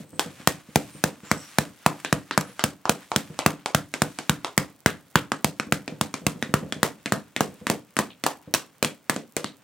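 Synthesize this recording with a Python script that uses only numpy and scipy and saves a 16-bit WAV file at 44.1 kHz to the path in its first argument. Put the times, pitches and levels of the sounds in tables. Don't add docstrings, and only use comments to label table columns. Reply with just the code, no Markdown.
import sys
import numpy as np
from scipy import signal
from scipy.fft import rfft, irfft, next_fast_len
from scipy.io import wavfile

SR = 44100
rng = np.random.default_rng(int(sys.argv[2]) if len(sys.argv) > 2 else 0)


def put_to_file(sound):
    columns = np.atleast_2d(sound).T
    safe = np.clip(columns, -1, 1)
    whole_steps = np.round(safe * 32767)
    wavfile.write(sys.argv[1], SR, whole_steps.astype(np.int16))


N = 424683
BLOW_SIZE = 20000
AGE = np.arange(BLOW_SIZE) / SR
TOP_HZ = 16000

# (time [s], thump of the loaf [dB], knock of the shell [dB], knock pitch [Hz], crunch [dB],
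#  clack pitch of the struck spot [Hz])
STRIKES = [(0.1944, -29, -15, 826, -23, 3370), (0.4734, -15.5, -14, 1010, -15.5, 1096),
           (0.758, -12.5, -13, 714, -18.5, 950), (1.0391, -15.5, -12, 824, -20.0, 1790),
           (1.3144, -15.5, -11.5, 1340, -22.5, 2280), (1.585, -14.5, -14, 920, -19, 1600),
           (1.8624, -14, -5, 1060, -20.5, 590), (2.0478, -30.5, -21, 1680, -30.5, 1500),
           (2.127, -13.5, -12.5, 1310, -23.5, 1980), (2.3103, -29.5, -18, 1620, -32.5, 910),
           (2.3767, -16, -9.5, 1250, -22.5, 530), (2.5939, -43, -20, 1360, -32.0, 3100),
           (2.639, -16.5, -24, 820, -19.5, 1290), (2.8548, -51, -15, 1020, -34.5, 1740),
           (2.8943, -16.5, -13.5, 760, -19, 1470), (3.1172, -46.5, -16, 910, -33.5, 1510),
           (3.1612, -16.5, -13.5, 1230, -20.0, 1240), (3.39, -33, -17.5, 940, -28, 583),
           (3.462, -12, -5, 1050, -18.5, 990), (3.6598, -59, -18, 820, -29, 1310),
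           (3.7475, -14, -11, 1490, -19.5, 595), (3.939, -30, -26, 1210, -29, 2230),
           (4.019, -15.5, -15, 900, -22, 1670), (4.1877, -30.5, -29, 840, -30.0, 660),
           (4.2952, -13.5, -11, 1430, -21.0, 735), (4.4466, -37.5, -19, 1110, -30.5, 3700),
           (4.5777, -14.5, -11.5, 1030, -18, 2030), (4.8606, -15, -6.5, 1580, -19.5, 297),
           (5.1563, -12.5, -6, 1430, -19.5, 840), (5.3187, -22.5, -14, 1260, -28.5, 2050),
           (5.445, -16, -17.5, 920, -20.0, 1070), (5.5982, -24, -18, 1495, -29.5, 2560),
           (5.723, -15.5, -13.5, 1480, -21.5, 1230), (5.8784, -28.0, -29, 540, -34, 2520),
           (6.0114, -17, -15, 920, -22, 665), (6.1404, -26, -24, 980, -29, 930),
           (6.2662, -15.5, -16, 1040, -22.0, 846), (6.4256, -23, -18, 1850, -30.0, 3800),
           (6.5399, -14.5, -9.5, 1300, -22, 296), (6.7238, -27.0, -25, 1560, -30, 3380),
           (6.8303, -17.5, -12, 1040, -21, 1710), (7.059, -26, -20, 2230, -32, 2300),
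           (7.1218, -17, -14.5, 1190, -25.5, 1800), (7.3636, -26, -19, 2160, -30.5, 3630),
           (7.407, -16.5, -13, 524, -24.5, 1270), (7.6685, -25, -18, 1970, -28.5, 920),
           (7.6994, -17.0, -16, 500, -24.0, 1110), (7.9672, -24, -22, 1570, -30.0, 1100),
           (7.9892, -19.5, -14, 1050, -23.5, 1900), (8.2384, -25, -23, 1580, -28.5, 1550),
           (8.2643, -30, -9, 836, -23.5, 710), (8.5393, -24.5, -26, 3870, -20.5, 5700),
           (8.5473, -28, -16.5, 1030, -24, 920), (8.827, -24, -20.5, 1270, -22, 480),
           (8.847, -23, -21, 2440, -26, 3430), (9.0966, -21.5, -16.5, 1146, -23.5, 2100),
           (9.1625, -24, -27.0, 725, -33, 850), (9.366, -24.5, -14, 535, -26, 735),
           (9.4437, -25.5, -27, 4050, -32, 1160)]
# (time [s], pitch of the fragments [Hz], level [dB])
CRUMBLES = [(2.049, 3250, -31.5), (2.312, 3700, -32), (2.597, 4400, -35), (3.392, 2450, -31),
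            (4.865, 3100, -31), (5.159, 2810, -25), (8.1, 3000, -41.5), (9.449, 3440, -35.5)]
# (time [s], level [dB])
BUMPS = [(0.001, -32.5), (0.129, -32), (0.257, -29), (0.399, -37.5), (0.687, -39), (0.949, -35.5),
         (1.232, -36.5), (2.492, -41), (3.3, -31.5), (5.667, -30.5), (5.92, -29.5), (6.217, -33),
         (6.357, -29.5), (6.492, -30), (6.625, -23.5), (6.763, -29), (7.486, -34), (7.612, -32.5),
         (8.474, -31.5)]
# (time [s], level [dB])
FLAKES = [(0.245, -42.5), (1.204, -52), (1.652, -42), (2.001, -44.5), (2.41, -27.5), (3.505, -32),
          (4.902, -33.5)]
# (time of greatest push [s], swell time [s], level [dB])
SLIDES = [(0, 0.037, -50.5), (.39, 0.22, -51.5), (.9, 0.21, -50.5), (1.47, 0.22, -48.5), (2.0, 0.33, -54.5),
          (2.5, 0.18, -55), (3.04, 0.11, -55), (3.301, 0.24, -54.5), (4.12, 0.23, -52), (6.55, 0.9, -59.5),
          (7.58, 0.13, -59)]
# (time of greatest height [s], swell time [s], centre [Hz], level [dB])
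HISSES = [(.18, 0.1, 8250, -58), (.96, 0.062, 8800, -56.5), (1.27, 0.035, 7240, -54),
          (1.38, 0.063, 7860, -50), (1.388, 0.11, 5670, -52), (2.49, 0.06, 10600, -59.5)]

# (frequency [Hz], relative level [dB], t60 [s])
TABLE_MODES = [(153.8, 6.5, 0.17), (206, 2.5, 0.087), (220.7, -2.5, 0.16), (276.5, -2.5, 0.32),
               (298.7, -3, 0.35), (491.6, -0.5, 0.15)]
# (frequency [Hz], relative level [dB], t60 [s])
STICK_MODES = [(664, 23, 0.014), (1190, 0, 0.16), (1414, 7, 0.074), (3200, -3.5, 0.043)]

# (frequency [Hz], relative level [dB])
CRUNCH_SPECTRUM = [(300, -6), (900, 1), (3200, -0.5), (4300, -2), (6200, -2.55), (8000, -1), (10500, -6.5),
                   (15500, -8.5)]
# (frequency [Hz], relative level [dB])
FLAKE_SPECTRUM = [(400, -12), (1200, 0.5), (2800, -2.5), (5000, -8.5), (8500, -8.5), (15500, -20)]
# (frequency [Hz], relative level [dB])
BUMP_SPECTRUM = [(40, -38), (90, 0), (170, 5), (410, -5), (520, -2.5), (760, -14.5), (2000, -27.5),
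                 (8000, -51.5)]
# (frequency [Hz], relative level [dB])
ROOM_SPECTRUM = [(50, -8.5), (120, -3.5), (300, -1.5), (400, 3), (520, 4.5), (720, -0.5), (3000, 0),
                 (15000, -1)]
# (frequency [Hz], relative level [dB])
QUIET_SPECTRUM = [(30, -31), (139, 0), (288, -5.5), (426, -7.5), (497, -6.5), (837, -10), (1560, -17),
                  (8470, -50), (15000, -22)]
# (frequency [Hz], t60 [s])
ROOM_T60 = [(100, 0.4), (400, 0.26), (1200, 0.23), (9000, 0.2), (15000, 0.17)]
# (frequency [Hz], level [dB])
WIDTH = [(100, -12.5), (300, -6.5), (1200, -10.5), (3000, -10), (6000, -5), (14000, -1.5)]

FULL_THUMP_DB, FULL_ROOM_DB, ROOM_DB_PER_DB, TAP_ROOM_DB = -15, -9, 0.3, -3
TURNED_S, TURNED_ROOM_DB = 6.8, -5
TURNED_CRISP_DB = 3.5
SETTLING_DB, SETTLING_FALL_DB_PER_S = -62.5, 0.23


def undb(db):
    return 10 ** (np.asarray(db) / 20)


def along(hz, points):
    at, value = np.transpose(points)
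    return np.interp(np.log(hz + 1), np.log(at + 1), value)


def colour(x, points):
    size = 2 * next_fast_len(x.shape[-1] // 2 + 1024)
    hz = np.arange(size // 2 + 1) * SR / size
    cepstrum = irfft(np.log(undb(along(hz, points))))
    cepstrum[1:size // 2] *= 2
    cepstrum[size // 2 + 1:] = 0
    response = np.exp(rfft(cepstrum))
    return irfft(rfft(x, size) * response)[..., :x.shape[-1]]


def passed(x, order, hz, kind):
    return signal.sosfilt(signal.butter(order, hz, kind, fs=SR, output="sos"), x)


def burst(x, db):
    return x * undb(db) / np.sqrt(np.sum(x ** 2) / (.005 * SR) + 1e-18)


def fade(t60):
    return np.exp(-np.log(1000) * AGE / max(t60, 1e-4))


def ring(hz, t60):
    return np.sin(2 * np.pi * hz * AGE) * fade(t60)


def spread(mid, side):
    return mid + np.array([[1], [-1]]) * colour(side, WIDTH)


def add(out, s, x):
    start = max(int(s * SR), 0)
    part = out[:, start:start + BLOW_SIZE]
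    part += x[..., :part.shape[1]]


def crackle(density, scatter_db, size):
    strength = undb(scatter_db * np.minimum(rng.exponential(size=size), 4))
    struck = rng.random(size) < density / SR
    return struck * strength * rng.standard_normal(size)


def wander(rate, size=N):
    knots = np.arange(0, size / SR + 1, 1 / rate)
    return np.interp(np.arange(size) / SR, knots, rng.standard_normal(len(knots)))


def quiet():
    air = colour(rng.standard_normal((2, N)), QUIET_SPECTRUM)
    return spread(*air / air.std()) * undb(-62.5)


def room_decay():
    hz = np.arange(BLOW_SIZE // 2 + 1) * SR / BLOW_SIZE
    centres = np.array(ROOM_T60)[:, 0]
    masks = np.array([along(hz, np.c_[centres, row]) for row in np.eye(len(centres))])
    arrival = np.clip((AGE - .0025) / 0.0012, 0, 1)
    decays = np.array([fade(t60) * arrival for _, t60 in ROOM_T60])
    return masks * undb(along(hz, ROOM_SPECTRUM)), decays


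def room(x, masks, decays):
    clumps = undb(2.2 * wander(300, size=BLOW_SIZE))
    clumps = clumps / np.sqrt(np.mean(clumps ** 2))
    noise = rfft(rng.standard_normal((2, 1, BLOW_SIZE)) * clumps)
    tails = np.sum(irfft(noise * masks) * decays, axis=1)
    mid, side = tails / np.sqrt(np.mean(np.sum(decays ** 2, axis=1)))
    return signal.fftconvolve(spread(mid, side), x[None], axes=1)[:, :BLOW_SIZE]


def room_share(s, thump_db):
    if s > TURNED_S:
        return TURNED_ROOM_DB
    return min(FULL_ROOM_DB + ROOM_DB_PER_DB * (FULL_THUMP_DB - thump_db), TAP_ROOM_DB)


def hisses():
    out = np.zeros((2, N))
    for s, swell_s, hz, db in HISSES:
        grains = [crackle(1200, 1.1, BLOW_SIZE) for _ in range(2)]
        mid, side = passed(grains, 2, hz + 280 * np.array([-1, 1]), "bandpass")
        start = max(s - BLOW_SIZE / SR / 2, 0)
        swell = np.exp(-((start + AGE - s) / swell_s) ** 2)
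        add(out, start, spread(mid, side) / mid.std() * swell * undb(db))
    return out


def specks():
    ticks = passed(crackle(110, 1.8, N), 2, 5000, "high")
    place = wander(30) / 2
    return ticks * np.array([1 + place, 1 - place]) * undb(-41.5)


def stirring():
    t = np.arange(N) / SR
    pushes = sum((undb(db) * np.exp(-((t - s) / swell_s) ** 2)) ** 2 for s, swell_s, db in SLIDES)
    settling = undb(SETTLING_DB - SETTLING_FALL_DB_PER_S * t)
    return np.sqrt(pushes + settling ** 2)


def crumbs():
    grains = np.array([crackle(6000, 1.0, N) + 0.76 * crackle(260, 3.4, N) for _ in range(2)])
    grains = colour(grains, FLAKE_SPECTRUM)
    grains = grains / grains.std()
    coarse = passed(grains, 1, 4000, "low")
    fine = grains - coarse
    patchy = coarse * undb(4.4 * wander(28)) + fine * undb(1.0 * wander(6.4))
    return spread(*patchy) * stirring()


def landing(masks, decays):
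    out = np.zeros((2, N))
    for s, db in FLAKES:
        noise = rng.standard_normal(BLOW_SIZE) * fade(0.016)
        tick = burst(colour(noise, FLAKE_SPECTRUM), db)
        add(out, s, tick + undb(-13.0) * room(tick, masks, decays))
    return out


def rocking():
    out = np.zeros((2, N))
    push = (1 - np.exp(-AGE / 0.0024)) * (fade(0.021) + 0.3 * fade(0.44))
    landing_ramp = 1 - np.exp(-AGE / 0.002)
    for s, db in BUMPS:
        noises = [rng.standard_normal(BLOW_SIZE) * push for _ in range(2)]
        mid, side = (burst(colour(noise, BUMP_SPECTRUM), db - 4.5) for noise in noises)
        thud = ring(200 * undb(0.78 * rng.standard_normal()), 0.027) * landing_ramp
        board = ring(497 * undb(0.3 * rng.standard_normal()), 0.17) * landing_ramp
        table = sum(undb(mode_db) * rng.standard_normal() * ring(hz, t60)
                    for hz, mode_db, t60 in TABLE_MODES) * landing_ramp
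        tones = burst(thud, db - 4.0) + burst(board, db - 13.5) + burst(table, db - 4.5)
        add(out, s, spread(mid, side) + tones)
    return out


def crumbling():
    out = np.zeros((2, N))
    run = (1 - np.exp(-AGE / .004)) * fade(0.18)
    for s, hz, db in CRUMBLES:
        fragments = [crackle(1300, 2.2, BLOW_SIZE) * run for _ in range(2)]
        band_hz = hz * 1.28 ** np.array([-1, 1])
        mid, side = (burst(passed(x, 3, band_hz, "bandpass"), db) for x in fragments)
        add(out, s, spread(mid, side))
    return out


def shower(db):
    falling = (1 - np.exp(-AGE / .04)) * fade(0.33)
    flakes = [crackle(370, 5.2, BLOW_SIZE) * falling for _ in range(2)]
    mid, side = (burst(colour(x, FLAKE_SPECTRUM), db) for x in flakes)
    return spread(mid, side)


def crunch(db, length_s):
    pressing = np.exp(-(AGE / length_s) ** 2) + undb(-32.5) * fade(0.01)
    cracks = [crackle(16000, 1.9, BLOW_SIZE) * pressing for _ in range(2)]
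    mid, side = (burst(colour(x, CRUNCH_SPECTRUM), db) for x in cracks)
    return spread(mid, side)


def brittle(x, db):
    edge_hz = np.clip(16000 * undb(0.69 * (db + 21.0)), 3000, .45 * SR)
    return passed(x, 2, edge_hz, "low")


def plate(hz, db):
    clack = burst(AGE * ring(hz, 0.0051), db)
    pitches = 1500 * 3.643 ** rng.random(size=6)
    strays = sum(ring(stray, 50 / stray) * rng.standard_normal() for stray in pitches)
    return clack + burst(strays, db - 3.5)


def weighty(x, depth):
    lowest_hz = np.clip(38 / depth ** 4, 25, 135)
    return passed(x, 2, lowest_hz, "high")


def beating(masks, decays):
    out = np.zeros((2, N))
    table = sum(undb(db) * ring(hz, t60) for hz, db, t60 in TABLE_MODES) * (1 - np.exp(-AGE / 0.0085))
    snap = colour(signal.unit_impulse(BLOW_SIZE), CRUNCH_SPECTRUM)
    for s, thump_db, knock_db, knock_hz, crunch_db, clack_hz in STRIKES:
        knock_t60 = 0.0037 * undb(0.097 * max(knock_db - thump_db, 0))
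        knock = burst(-ring(knock_hz, knock_t60), knock_db - 4.5)
        depth = undb(0.22 * (thump_db + 12.5))
        thump = burst(ring(min(172 / depth, 265), 0.028), thump_db)
        hollow = burst(-ring(693, 0.013), thump_db - 8.0)
        grip = 1 + 0.043 * rng.standard_normal()
        stick_modes = sum(undb(db) * ring(hz * grip, t60) for hz, db, t60 in STICK_MODES)
        stick = burst(stick_modes, knock_db - 15.5)
        body = weighty(knock + thump + hollow + stick, depth)
        clack = plate(clack_hz, crunch_db)
        breaking_db = crunch_db + 4.0
        scattered_db = breaking_db + 0.12 * max(-17.0 - crunch_db, 0)
        crisp_db = crunch_db + TURNED_CRISP_DB * (s > TURNED_S)
        scattered = brittle(burst(snap, scattered_db), crisp_db)
        echoes = room(body + undb(-3.0) * clack, masks, decays) + room(scattered, masks, decays)
        breaking = brittle(crunch(breaking_db, 0.0031 * depth), crisp_db)
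        close = body + clack + breaking + burst(table, thump_db - 9.0)
        reflected = undb(room_share(s, thump_db)) * echoes
        add(out, s, close + reflected + shower(crunch_db - 27.0))
    return out


def scene():
    masks, decays = room_decay()
    background = quiet() + hisses() + specks() + crumbs()
    loaf = landing(masks, decays) + rocking() + crumbling()
    return background + loaf + beating(masks, decays)


def record(dry):
    lag_s = 1.0e-5
    size = next_fast_len(N + 64)
    hz = np.arange(size // 2 + 1) * SR / size
    late = irfft(rfft(dry[1], size) * np.exp(-2j * np.pi * hz * lag_s), size)[:N]
    lean = passed([dry[0], late], 5, 65, "high")
    top_cut = signal.ellip(8, .2, 70, TOP_HZ, fs=SR, output="sos")
    return signal.sosfilt(top_cut, np.clip(lean, -1, 1))


dry = scene()
out = record(dry)
put_to_file(out)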